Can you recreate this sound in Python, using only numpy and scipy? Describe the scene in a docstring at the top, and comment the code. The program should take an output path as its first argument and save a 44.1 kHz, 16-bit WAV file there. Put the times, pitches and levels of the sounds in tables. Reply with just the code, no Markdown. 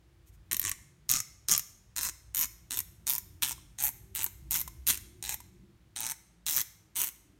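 """In a small room with a low rumble, the dial of a metal hand coffee grinder is turned close by in sixteen quick twists.
In each twist a sprung pin drops into one detent after another. Every drop is an impulse: shaped noise bursts crack,
the steel rings as decaying modes, and damped sines give the body's thump and the note of the air in the cup.
That note rises through each twist and is mostly lower in the later ones. Fingers rub and tap between twists;
the room answers with a diffuse tail over rumble and faint hiss."""
import sys
import numpy as np
from scipy import signal
from scipy.fft import rfft, irfft, next_fast_len
from scipy.io import wavfile
from scipy.ndimage import uniform_filter1d, map_coordinates

SR = 44100
rng = np.random.default_rng(int(sys.argv[2]) if len(sys.argv) > 2 else 0)


def bounce(signal):
    """Save signal as a 16-bit WAV file at the path given by the first command-line argument."""
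    frames = np.transpose(np.atleast_2d(signal))
    limited = np.clip(frames, -1, 1)
    pcm = np.round(limited * 32767).astype(np.int16)
    wavfile.write(sys.argv[1], SR, pcm)


N = 326264  # length [samples]

# Level of the rumble over time, before DEEP_DB and LOW_DB: (time [s], deep level [dB], low level [dB])
RUMBLE_LEVELS = [(0.0, -68, -69.5), (0.59, -60, -64.5), (1.01, -66.5, -69), (1.42, -66.5, -68),
                 (4.95, -56, -58.5), (6.26, -72, -69), (7.4, -69.5, -64.5)]
# Spectrum of the deep rumble: (frequency [Hz], gain [dB])
DEEP_SPECTRUM = [(20, -42), (35, -17.5), (48, -4), (58, 5), (80, -6.5), (102, 0.5), (135, -13),
                 (200, -46.5)]
# Spectrum of the low rumble: (frequency [Hz], gain [dB])
LOW_SPECTRUM = [(70, -24), (125, 3), (200, -2), (260, -11.5), (340, -3.5), (430, -19.5), (700, -52)]
# Spectrum of the hiss: (frequency [Hz], gain [dB])
HISS_SPECTRUM = [(200, -14.5), (450, -7.5), (1000, -10.5), (2000, -12), (4000, -17), (9000, -24),
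                 (16000, -31.5)]
# Reverberation time of the room: (frequency [Hz], T60 [s])
ROOM_DECAY = [(200, .35), (800, 0.62), (2000, 0.64), (6000, 0.59), (10000, 0.53), (15000, 0.38)]
# Skin sliding on the dial: (middle [s], half length [s], level [dB])
RUBS = [(0.284, .018, -64), (0.344, 0.017, -68)]
# Fingers letting go of the dial or taking hold:
# (time [s], level [dB], cup note [Hz], balance of the tick [dB])
TAPS = [(0.788, -50, 963, -14), (1.248, -54, 1053, -11), (3.58, -38.5, 1070, -12), (4.677, -27, 1031, 4),
        (5.403, -35, 971, 3.5)]
# Colour of the struck or rubbed metal: (frequency [Hz], gain [dB])
METAL_COLOUR = [(300, -15), (550, -20), (900, -10.5), (1400, -5), (2000, -1), (4100, 0), (4800, -5.5),
                (5400, 2), (6700, 7.5), (7600, 3), (8700, 7), (10400, 0), (12200, 7.5), (15700, 1)]
# Clusters of long-ringing modes in the steel: (centre [Hz], width [Hz], gain [dB])
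STEEL_MODES = [(2140, 160, 10), (5320, 240, 7), (6600, 640, -15)]
# Broad resonances of the metal that the grip damps or frees:
# (centre [Hz], width [Hz], change over a twist [dB], gain in a firm grip [dB], gain in a loose grip [dB])
GRIP_RESONANCES = [(3150, 2100, -5, -1.73, -0.43), (5290, 600, -1.5, -6.5, 9), (6810, 650, -1.5, -4.5, 5.5),
                   (9190, 1000, -6, -1, -1), (12000, 760, 0, 0.5, -1.7)]
# One row per twist of the wrist, before scatter: (first drop [s], last drop [s], drops [count],
#   lag [+ starts slowly, - ends slowly], rush [+ fastest in the middle],
#   level at start, middle, end [dB], treble above 10 kHz at start, middle, end [dB],
#   mids [dB], looseness of grip [0-1], cup note at mid-twist [Hz], cup level [dB])
TWISTS = [(0.6165, 0.6943, 9, 0.27, 0.023, -33.5, -28, -33, 9, -14.5, -4, 1, 0.38, 1103, -14),
          (1.0919, 1.1902, 14, 0.035, -0.15, -26, -27, -32, -3, -4, -14, -3.5, 0.8, 1230, -16),
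          (1.4846, 1.5637, 10, -.3, .57, -28, -23, -27, -2, -1.5, -3.5, -2, 0.93, 1218, -15.5),
          (1.9631, 2.0952, 23, 0.22, 0.46, -32, -35.5, -33, -1.5, -1.5, -5.5, -3, 0.67, 996, -17),
          (2.3474, 2.4437, 14, 0.28, 0.32, -33.5, -33, -31, 5, 7.5, -1.5, -4.5, 0.47, 1017, -19),
          (2.708, 2.8037, 12, -0.15, .41, -35, -37, -32, 0.5, 0, 4, -1.5, 0.24, 999.6, -23),
          (3.0686, 3.161, 13, -0.12, .08, -33.5, -34, -36, -2.5, 8, 4, -1, 0.66, 970, -15),
          (3.4228, 3.526, 15, -0.19, -0.11, -31, -36, -35, -3, 0.5, -3, 0.5, 0.43, 970, -15.5),
          (3.7867, 3.8889, 15, 0.015, 0.094, -38, -30.5, -33, -7.5, 4.5, 3, -6, 0, 838, -16),
          (4.151, 4.2427, 13, -.23, 0.3, -36, -32.5, -29.5, 6.5, -12.5, 3.5, -2.5, 0, 930, -21),
          (4.5094, 4.6138, 17, -.13, .27, -31.5, -33.5, -36, 0.5, 2.5, 6.5, -1, 0.35, 943, -21.5),
          (4.8682, 4.9543, 14, -.31, 0.35, -30.5, -27, -37.5, -1, -1, -3.5, -1, 0.2, 1006, -28),
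          (5.2392, 5.3395, 16, 0.45, .31, -37.5, -36, -39, -7, -6, -3, -1.5, 0.36, 851, -14.5),
          (5.9621, 6.1183, 20, 0.11, -0.063, -33.5, -35, -32, -10.5, -13, -4.5, -5, 0.12, 853, -16),
          (6.4644, 6.614, 22, -0.19, 0.11, -34, -32, -27.5, 0.5, 2, 0.5, -0.5, 0.56, 923, -22),
          (6.956, 7.0882, 24, -0.27, 0.3, -37, -29.5, -38.5, 0, 3.5, 1.5, -1.5, 0.14, 965, -19.5)]
# Drops that stand out, the slow ones as the dial starts or stops and the hardest within a twist:
# (time [s], level [dB], treble above 10 kHz [dB])
LONE_DROPS = [(0.5133, -29, -8), (0.5198, -31, 2.5), (0.53, -27.5, 5.5), (0.5448, -29.5, -2.5),
              (0.5671, -34, 8), (0.596, -33.5, 14), (0.7154, -25.5, -9.5), (1.114, -25.5, 8),
              (1.2025, -26.5, -4), (1.5141, -21.5, 2.5), (1.5212, -21, 0), (1.537, -24, -3),
              (1.578, -31, 12.5), (1.5948, -30, 2.5), (2.455, -36.5, 2.5), (2.7723, -31, 6),
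              (2.7899, -30.5, 6), (3.0765, -30, -2), (3.1815, -34, 7.5), (3.4339, -27, 3.5),
              (4.2318, -31, 3.5), (4.2636, -28.5, -11.5), (4.9739, -37, -2), (5.2262, -36, -6),
              (5.2927, -28.5, -4.5), (5.3426, -33.5, 3.5), (6.0051, -33.5, 2.5), (6.098, -30.5, -6),
              (6.4652, -30, -3), (6.6141, -32.5, 7)]
# How far the turning hand has closed over the cup: (time [s], closure [0-1])
HAND_CLOSURE = [(.7, 0.1), (1.9, 0.43), (3.5, 0.75)]

DEEP_DB, LOW_DB = 4.5, -1  # added to the rumble levels
BAND_LIMIT_HZ = 15950
SLACK_S = 0.0056  # the scrape leads the first drop by this
TWIST_S = 0.11  # the time in which the wrist winds round
SCATTER_S, SCATTER_DB, SCATTER_TREBLE_DB = 0.0003, 2.2, 3  # standard deviations from drop to drop
SAME_DROP_S = 0.003
# the fingers shift, so each broad resonance swells and fades
WANDER_DB, WANDER_KNOTS_PER_S = 1.85, 45
MIDS_HZ, MIDS_WIDTH_HZ = 3190, 1200
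THUMP_DB, LINGER_DB = (-13, -22.5), (-4, 2)  # with the cup open and covered
THUMP_HZ, THUMP_LOG_SPREAD, THUMP_T60_S = 161, 0.9, 0.054
# the cup swells late in mid-twist; its note rises by CUP_RISE (log ratio) over the twist
CUP_SWELL_DB, CUP_SWELL_WIDTH, CUP_RISE = 4.5, 0.45, 0.069
CUP_SCATTER_DB, CUP_LOG_DETUNE, CUP_T60_S = 2.5, 0.029, 0.037


def amp(db):
    """Decibel law: level to amplitude ratio."""
    return 10 ** (np.asarray(db) / 20)


def unit(x):
    """Normalisation to an rms of 1."""
    return x / np.sqrt(np.mean(x ** 2) + 1e-20)


def along(points, hz):
    """Logarithmic frequency scale: interpolate (frequency, value) points along it."""
    f, v = np.transpose(points)
    return np.interp(np.log(hz + 1), np.log(f), v)


def bump(x, centre, width):
    """Gaussian resonance or envelope: a bell of height 1."""
    return np.exp(-((x - centre) / width) ** 2)


def wobble(rate):
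    """Slow random modulation: a smooth curve through rate random knots a second."""
    knots = rng.standard_normal(int(N * rate / SR) + 4)
    return map_coordinates(knots, [np.arange(N) * rate / SR])


def filtered(x, response):
    """Linear filtering: multiply the spectrum by a response of frequency."""
    m = next_fast_len(N + SR // 2)
    return irfft(rfft(x, m) * response(np.fft.rfftfreq(m, 1 / SR)), m)[:N]


def coloured(x, gain_db, size=1024):
    """Minimum phase: a causal filter derived from its gain alone by folding the cepstrum."""
    cepstrum = irfft(np.log(amp(gain_db(np.fft.rfftfreq(size, 1 / SR)))))
    cepstrum[1:size // 2] *= 2
    cepstrum[size // 2 + 1:] = 0
    impulse = irfft(np.exp(rfft(cepstrum)))
    return signal.fftconvolve(x, impulse)[:len(x)]


def noise(spectrum):
    """Spectral shaping of white noise, at rms 1."""
    return unit(filtered(rng.standard_normal(N), lambda hz: amp(along(spectrum, hz))))


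def patchy(x, depth_db):
    """Time-frequency modulation: narrow strands swell and fade, at rms 1."""
    z = signal.stft(x, nperseg=8192)[2]
    field = uniform_filter1d(rng.standard_normal(z.shape), size=4, axis=0)
    field = uniform_filter1d(field, size=4, axis=1)
    return unit(signal.istft(z * amp(depth_db * unit(field)), nperseg=8192)[1][:N])


def fade(t, t60):
    """Exponential damping: a fall of 60 dB in t60 seconds."""
    return np.exp(-np.log(1000) * t / t60)


def mode(t, hz, t60):
    """Free vibration of one struck resonance: a damped sine."""
    return np.sin(2 * np.pi * hz * t) * fade(t, t60)


def add(track, s, sound):
    """Superposition: mix a sound into the track at s seconds."""
    part = track[max(round(s * SR), 0):][:len(sound)]
    part += sound[:len(part)]


def crack(t, grain, rise, t60):
    """High modal density: modes too close to resolve are a noise burst with a rise and a decay."""
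    shape = (1 - np.exp(-t / rise)) * fade(t, t60)
    early_rms = np.sqrt(np.mean(shape[:150] ** 2))  # over the first 3.4 ms
    return grain * shape / early_rms


def background():
    """Stationary noise with slow modulation: a wavering low hum and rumble, and a faint even hiss."""
    s, deep_db, low_db = np.transpose(RUMBLE_LEVELS)
    t = np.arange(N) / SR
    deep_gain = amp(DEEP_DB + np.interp(t, s, deep_db) + 1.2 * wobble(7))
    deep = deep_gain * patchy(noise(DEEP_SPECTRUM), depth_db=2.5)
    low_gain = amp(LOW_DB + np.interp(t, s, low_db) + 2.2 * wobble(5))
    low = low_gain * patchy(noise(LOW_SPECTRUM), depth_db=4)
    return deep + low + amp(-73.5) * noise(HISS_SPECTRUM)


def room(x):
    """Diffuse reverberation: a noise tail in which each frequency decays at its own rate."""
    hz, t, z = signal.stft(rng.standard_normal(SR), SR, nperseg=256)
    decay = fade(t, along(ROOM_DECAY, hz)[:, None])
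    tail = signal.istft(z * decay, SR, nperseg=256)[1]
    tail *= 1 - np.exp(-np.arange(len(tail)) / SR / 0.0024)  # the tail builds up over a few ms
    return signal.fftconvolve(x, tail / np.linalg.norm(tail))[:N]


def fingers():
    """Friction and light impact: skin slides on the dial; the cup pops softly and ticks as the grip changes."""
    now, t = np.arange(N) / SR, np.arange(SR // 8) / SR
    rub_gain = sum(amp(db) * bump(now, s, length) for s, length, db in RUBS)
    out = rub_gain * noise(METAL_COLOUR)
    for s, db, cup_hz, tick_db in TAPS:
        burst = crack(t, rng.standard_normal(len(t)), rise=0.00053, t60=0.025)
        tick = amp(tick_db - 16.5) * coloured(burst, lambda hz: along(METAL_COLOUR, hz))
        pop = amp(-11.5) * mode(t, cup_hz, 0.038)
        add(out, s, amp(db) * (tick + pop))
    return out


def slack():
    """Friction before release: each twist starts with a faint scrape as the pin climbs out of its seat."""
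    out, t = np.zeros(N), np.arange(SR // 16) / SR
    for start, *_ in TWISTS:
        add(out, start - SLACK_S, crack(t, rng.standard_normal(len(t)), rise=0.0012, t60=0.035))
    return amp(-55.5) * coloured(out, lambda hz: along(METAL_COLOUR, hz))


def steel(cracks):
    """Modal ringing: cracks excite the burr and shaft, freest while fingertips hold the rim."""
    t = np.arange(SR) / SR
    clusters = lambda hz: sum(amp(db) * bump(hz, centre, width) for centre, width, db in STEEL_MODES)
    ring = filtered(rng.standard_normal(N), clusters)[:SR] * fade(t, 0.53)
    free_db = np.interp(np.arange(N) / SR, [0.7, 1.1, 1.7, 1.9], [-28.5, -22.0, -36.0, -27.0])
    return signal.fftconvolve(amp(free_db) * cracks, ring / np.linalg.norm(ring))[:N]


def run_of_drops(first, last, count, lag, rush, levels_db, trebles_db):
    """Kinematics: even detents pass under a dial of varying speed; rows (time [s], level [dB], treble [dB])."""
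    angle = np.linspace(0, 1, round(count))
    warp = angle * (1 - angle) * (lag + rush * (1 - 2 * angle))
    s = first + (last - first) * (angle + warp)
    arch = lambda values: np.interp(angle, [0, 0.5, 1], values)
    # no two teeth are alike
    scatter = rng.standard_normal((len(angle), 3)) * [SCATTER_S, SCATTER_DB, SCATTER_TREBLE_DB]
    return np.column_stack([s, arch(levels_db), arch(trebles_db)]) + scatter


def drops():
    """Impulse sequence: (time [s], level [dB], treble [dB], start of its twist [s], grip of its twist)."""
    lone_times = np.array(LONE_DROPS)[:, 0]
    for first, last, count, lag, rush, *rest in TWISTS:
        levels_db, trebles_db, grip = rest[:3], rest[3:6], rest[6:]
        for s, db, treble_db in run_of_drops(first, last, count, lag, rush, levels_db, trebles_db):
            # a drop that stands out takes the place of the ordinary one
            if np.abs(lone_times - s).min() > SAME_DROP_S:
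                yield s, db, treble_db, first, grip
    for s, db, treble_db in LONE_DROPS:
        twist = min(TWISTS, key=lambda row: abs(row[0] - s))
        yield s, db, treble_db, twist[0], twist[-4:]


def click(t, pattern, treble_db, mids_db, resonances_db, progress, linger_db):
    """Impact and rebound: the pin snaps into a detent; the metal rings on briefly with less treble."""
    # clicks of one twist share part of their ringing
    alike = 0.55
    grain = np.sqrt(alike) * pattern + np.sqrt(1 - alike) * rng.standard_normal(len(t))
    snap = amp(-1) * crack(t, grain, rise=0.000099, t60=0.01)
    rebound = crack(t, rng.standard_normal(len(t)), rise=0.00038, t60=0.0048)
    add(snap, rng.uniform(0.0011, 0.004), amp(-13.0) * rebound)
    # the first contact is one sharp push, strongest in the mids
    push_colour = [(1000, 8.8), (3000, 19.0), (7000, 14.0), (14000, 9)]
    snap += coloured((t == 0) * 1.0, lambda hz: along(push_colour, hz))
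    after = crack(t, grain, rise=0.0023, t60=0.067)
    after = coloured(after, lambda hz: along([(5000, -11.5), (13000, -17.0)], hz))

    grip = lambda hz: sum(db * bump(hz, centre, width)
                          for (centre, width, *_), db in zip(GRIP_RESONANCES, resonances_db))
    treble = lambda hz: treble_db / (1 + np.exp((10300 - hz) / 500))
    mids = lambda hz: mids_db * bump(hz, MIDS_HZ, MIDS_WIDTH_HZ)
    # a narrow resonance of the shell sinks from about 4 kHz to 2 kHz over a twist
    shell = lambda hz: 3.3 * bump(hz, 4100 - 2100 * progress, 500) - bump(hz, 2600, 1200)
    # every tooth favours or misses one resonance of its own
    tooth_db, tooth_hz = 6.5 * rng.uniform(-1, 1), rng.uniform(900, 5500)
    tooth = lambda hz: tooth_db * bump(hz, tooth_hz, 650)
    colour = lambda hz: along(METAL_COLOUR, hz) + grip(hz) + shell(hz) + treble(hz) + mids(hz) + tooth(hz)
    return coloured(snap + amp(linger_db) * after, colour)


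def cup_note(t, progress, cup_hz, cup_db):
    """Cavity resonance: the air in the cup sounds a damped note that rises through the twist."""
    hz = cup_hz * np.exp(CUP_RISE * (progress - 0.5) + CUP_LOG_DETUNE * rng.standard_normal())
    swell_db = CUP_SWELL_DB * bump(progress, 0.66, CUP_SWELL_WIDTH)
    db = cup_db + swell_db + CUP_SCATTER_DB * rng.standard_normal()
    return amp(db) * mode(t, hz, CUP_T60_S)


def body_thump(t, thump_db):
    """Low-frequency impact response: the hand-held body gives a damped thump of varying pitch."""
    hz = THUMP_HZ * np.exp(THUMP_LOG_SPREAD * rng.uniform(-1, 1))
    return amp(thump_db) * mode(t, hz, THUMP_T60_S)


def detents():
    """Impact excitation: each drop of the pin cracks the metal, sounds the cup and thumps the body."""
    metal, body, t = np.zeros(N), np.zeros(N), np.arange(SR // 16) / SR
    patterns = {row[0]: rng.standard_normal(len(t)) for row in TWISTS}
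    wander_db = WANDER_DB * np.array([wobble(WANDER_KNOTS_PER_S) for _ in GRIP_RESONANCES])
    _, _, change_db, firm_db, loose_db = np.transpose(GRIP_RESONANCES)
    for s, db, treble_db, start, (mids_db, loose, cup_hz, cup_db) in list(drops()):
        progress = np.clip((s - start) / TWIST_S, 0, 1)
        # the grip damps the broad resonances, and their balance shifts as the wrist winds round
        grip_db = firm_db + (loose_db - firm_db) * loose
        resonances_db = grip_db + change_db * (progress - 0.5) + wander_db[:, round(s * SR)]
        # the closing hand keeps the sound lingering inside the cup and muffles the thump
        closure = np.interp(s, *np.transpose(HAND_CLOSURE))
        linger_db = np.interp(closure, [0, 1], LINGER_DB)
        thump_db = np.interp(closure, [0, 1], THUMP_DB)
        strike = click(t, patterns[start], treble_db, mids_db, resonances_db, progress, linger_db)
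        add(metal, s, amp(db) * strike)
        add(body, s, amp(db) * (cup_note(t, progress, cup_hz, cup_db) + body_thump(t, thump_db)))
    return metal, body


def scene():
    """Superposition: the grinder, its reverberation in the room and the background."""
    metal, body = detents()
    grinder = metal + body + steel(metal) + slack() + fingers()
    return (grinder + amp(-18.0) * room(grinder) + background())[None]


def record(dry):
    """Band limitation: a very steep low-pass."""
    return filtered(dry[0], lambda hz: 1 / (1 + (hz / BAND_LIMIT_HZ) ** 120))[None]


dry = scene()
out = record(dry)
bounce(out)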